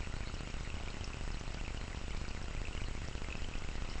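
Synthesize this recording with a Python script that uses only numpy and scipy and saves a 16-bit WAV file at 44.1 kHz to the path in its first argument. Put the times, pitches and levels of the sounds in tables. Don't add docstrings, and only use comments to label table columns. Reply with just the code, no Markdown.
import sys
import numpy as np
from scipy import signal
from scipy.fft import rfft, irfft, next_fast_len
from scipy.io import wavfile
from scipy.ndimage import uniform_filter1d, map_coordinates

SR = 44100
rng = np.random.default_rng(int(sys.argv[2]) if len(sys.argv) > 2 else 0)


def store_wav(level_fs):
    pcm = np.round(np.clip(np.atleast_2d(level_fs), -1, 1) * 32767)
    wavfile.write(sys.argv[1], SR, pcm.T.astype(np.int16))


N = 176400


def amp(db):
    return 10 ** (np.asarray(db) / 20)


def unit(x):
    return x / np.sqrt(np.mean(x ** 2) + 1e-20)


def along(points, hz):
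    f, v = np.transpose(points)
    return np.interp(np.log(hz + 1), np.log(f + 1), v)


def filtered(x, response):
    m = next_fast_len(N + SR // 2)
    return irfft(rfft(x, m) * response(np.fft.rfftfreq(m, 1 / SR)), m)[:N]


def fade(t, t60):
    return np.exp(-np.log(1000) * t / t60)


def add(track, s, sound):
    part = track[max(round(s * SR), 0):][:len(sound)]
    part += sound[:len(part)]


def noise(spectrum, patchy_db):
    z = signal.stft(rng.standard_normal(N), nperseg=256)[2]
    field = uniform_filter1d(uniform_filter1d(rng.standard_normal(z.shape), size=4, axis=0), size=5, axis=1)
    x = signal.istft(z * amp(patchy_db * unit(field)), nperseg=256)[1][:N]
    return unit(filtered(x, lambda hz: amp(along(spectrum, hz))))


def pulsing(cycle_s=.066952, sag_s=.01, swing_hz=19.8):
    steps, t = np.zeros(N), np.arange(SR // 10) / SR
    for first_s, db, sign in ((.005936, -30.5, 1), (.032405, -34, -1)):
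        at = (np.arange(first_s, N / SR, cycle_s) * SR).astype(int)
        steps[at] = sign * amp(db + rng.standard_normal(len(at)))
    sag = np.exp(-t / sag_s) * np.cos(2 * np.pi * swing_hz * t)
    return signal.fftconvolve(steps, sag)[:N]


# (frequency [Hz], relative level [dB])
AIR_SPECTRUM = [(100, 1.5), (250, -1.5), (700, -3), (1150, -3.5), (1480, -1), (1600, -7), (2000, -5),
                (2350, -5.5), (2700, -2), (3050, -5.5), (3450, -12), (4050, -9.5), (4500, -12),
                (5300, -11.5), (6400, -16), (9000, -24.5)]
# (time [s], relative level [dB])
AIR_CONTOUR = [(0.0, -55.5), (1.0, -54.5), (1.3, -55.5), (1.75, -55), (2.87, -55.5), (3.52, -55.5),
               (3.62, -55.5), (4.0, -53)]
def air(level_db=-51.5, swell_share=.7):
    contour_db = np.interp(np.arange(N) / SR, *np.transpose(AIR_CONTOUR))
    swell_db = swell_share * (contour_db - contour_db.mean())
    return amp(level_db + swell_db) * noise(AIR_SPECTRUM, patchy_db=1.78)


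# (frequency [Hz], relative level [dB])
RUMBLE_SPECTRUM = [(5, -25), (14, 0.5), (35, -2.5), (60, -10.5), (76, -2.5), (95, -14), (122, -15.5),
                   (170, -22), (400, -34.5), (1500, -60.5)]
def rumble(level_db=-44.5):
    return amp(level_db) * noise(RUMBLE_SPECTRUM, patchy_db=-.9)


# (frequency [Hz], relative level [dB])
HISS_SPECTRUM = [(500, -13.5), (6300, -13.5), (6650, -2.5), (6850, -1), (7000, 0.5), (7250, 2), (8000, 1),
                 (9000, -3)]
def hiss(level_db=-56.5):
    return amp(level_db) * noise(HISS_SPECTRUM, patchy_db=1.0)


# (time [s], length [s], start pitch [Hz], end pitch [Hz], level [dB])
BIRD_CHIRPS = [(0.146, 0.039, 3850, 4600, -55.5), (0.251, 0.047, 3800, 4490, -50.5),
               (.368, 0.042, 3850, 4520, -54.5), (1.335, 0.025, 4400, 3850, -51.5),
               (1.468, 0.028, 4500, 3750, -53), (1.803, 0.026, 4000, 4200, -53.5),
               (2.85, 0.042, 4500, 3850, -52.5), (3.907, .035, 5360, 5620, -54)]
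def bird(blur_rad=1, flutter_per_s=600):
    out = np.zeros(N)
    for s, length, start_hz, end_hz, db in BIRD_CHIRPS:
        progress = np.linspace(0, 1, int(length * SR))
        blur = blur_rad * map_coordinates(rng.standard_normal(64), [progress * length * flutter_per_s])
        phase = 2 * np.pi * np.cumsum(start_hz + (end_hz - start_hz) * progress) / SR
        add(out, s, amp(db) * np.sin(np.pi * progress) * np.sin(phase + blur))
    return out


def far_events(per_s, floor_db, hz, octaves, spread_db=4.5):
    when, strength, pitch = rng.random((int(per_s * N / SR), 3)).T
    db = floor_db - spread_db * np.log(np.maximum(strength, np.exp(-2)))
    return np.column_stack([when * N / SR, db, hz * 2 ** (octaves * (pitch - .5))])


# (time [s], relative level [dB], pitch [Hz])
NEAR_DROPS = [(0.2252, -45, 2300), (0.4504, -44, 2100), (0.4982, -48, 2500), (0.701, -36, 2670),
              (0.7538, -41.5, 2960), (0.8823, -36.5, 2350), (1.0408, -39.5, 2700), (1.133, -37, 2560),
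              (1.4675, -43, 2530), (1.6607, -41, 2540), (1.7743, -41.5, 2890), (1.8512, -41, 2080),
              (1.9285, -40.5, 2010), (2.2482, -41, 2320), (2.6518, -35.5, 2640), (2.6704, -35.5, 2440),
              (2.7755, -41.5, 2890), (2.808, -41.5, 2430), (2.8382, -36, 2900), (3.1797, -39.5, 2650),
              (3.2439, -35.5, 2120), (3.3031, -36, 2630), (3.3244, -32.5, 2570), (3.3531, -36.5, 2580),
              (3.443, -39.5, 3050), (3.5372, -37, 2560)]
# (time [s], relative level [dB], pitch [Hz])
BROAD_LEAF_TAPS = [(0.296, -38, 1340), (0.8, -37.5, 724), (1.574, -44.5, 1480), (1.946, -38, 1790),
                   (2.252, -39, 1490)]
def drops(t60_s=.014, rise_s=.00044, splash_db=-12.5):
    out, t = np.zeros(N), np.arange(SR // 20) / SR
    far = far_events(per_s=60, floor_db=-51, hz=2376, octaves=.8)
    attack = 1 - np.exp(-t / rise_s)
    for rows, gain_db in (([*NEAR_DROPS, *far], 3.5), (BROAD_LEAF_TAPS, 3)):
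        for s, db, hz in rows:
            ring = np.sin(2 * np.pi * hz * t)
            splash = amp(splash_db) * rng.standard_normal(len(t))
            decay = fade(t, t60_s * np.exp(.2 * rng.standard_normal()))
            add(out, s + .0007, amp(db + gain_db) * (ring + splash) * attack * decay)
    return out


# (time [s], relative level [dB], pitch [Hz])
NEAR_TICKS = [(0.343, -43, 5380), (0.9014, -39, 4000), (1.042, -36.5, 5340), (1.316, -43, 5160),
              (1.3941, -45, 5950), (1.5414, -45, 4900), (1.9583, -46, 4330), (2.1659, -41.5, 4320),
              (2.286, -39.5, 4680), (3.0765, -43, 5730), (3.3251, -43, 4080), (3.3683, -45.5, 5350),
              (3.4198, -43.5, 4450), (3.4374, -47, 5130), (3.5847, -45, 5280), (3.7577, -44.5, 4720),
              (3.8974, -41, 5000)]
def stem_ticks(gain_db=-5, t60_s=.03, width_hz=1200):
    out, t = np.zeros(N), np.arange(SR // 10) / SR
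    bins_hz = np.fft.rfftfreq(len(t), 1 / SR)
    far = far_events(per_s=10, floor_db=-55.5, hz=4850, octaves=.41)
    for s, db, hz in [*NEAR_TICKS, *far]:
        resonance = 1 / (1 + (2 * (bins_hz - hz) / width_hz) ** 2)
        burst = unit(irfft(rfft(rng.standard_normal(len(t))) * resonance))
        add(out, s + .001, amp(db + gain_db) * burst * fade(t, t60_s))
    return out


def reed_echo(x, level_db=-11, t60_s=.27):
    t = np.arange(SR // 2) / SR
    tail = rng.standard_normal(len(t)) * fade(t, t60_s)
    return amp(level_db) * signal.fftconvolve(x, tail / np.linalg.norm(tail))[:N]


def scene():
    steady = pulsing() + air() + rumble() + hiss()
    marsh = bird() + drops() + stem_ticks()
    return (steady + marsh + reed_echo(marsh))[None]


# (frequency [Hz], gain [dB])
CAMERA_EDGE = [(7280, 0), (7450, -13), (7500, -26), (7550, -14), (7740, -2), (8020, 0), (8270, -10),
               (8500, -35), (8700, -22), (8950, -33)]
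def record(dry):
    half_rate_hz, top_hz = 8000, 9000
    band = filtered(dry[0], lambda hz: hz < half_rate_hz)
    mirror = band * 2 * np.cos(2 * np.pi * 2 * half_rate_hz * np.arange(N) / SR)
    return filtered(band + mirror, lambda hz: amp(along(CAMERA_EDGE, hz)) * (hz < top_hz))[None]


dry = scene()
out = record(dry)
store_wav(out)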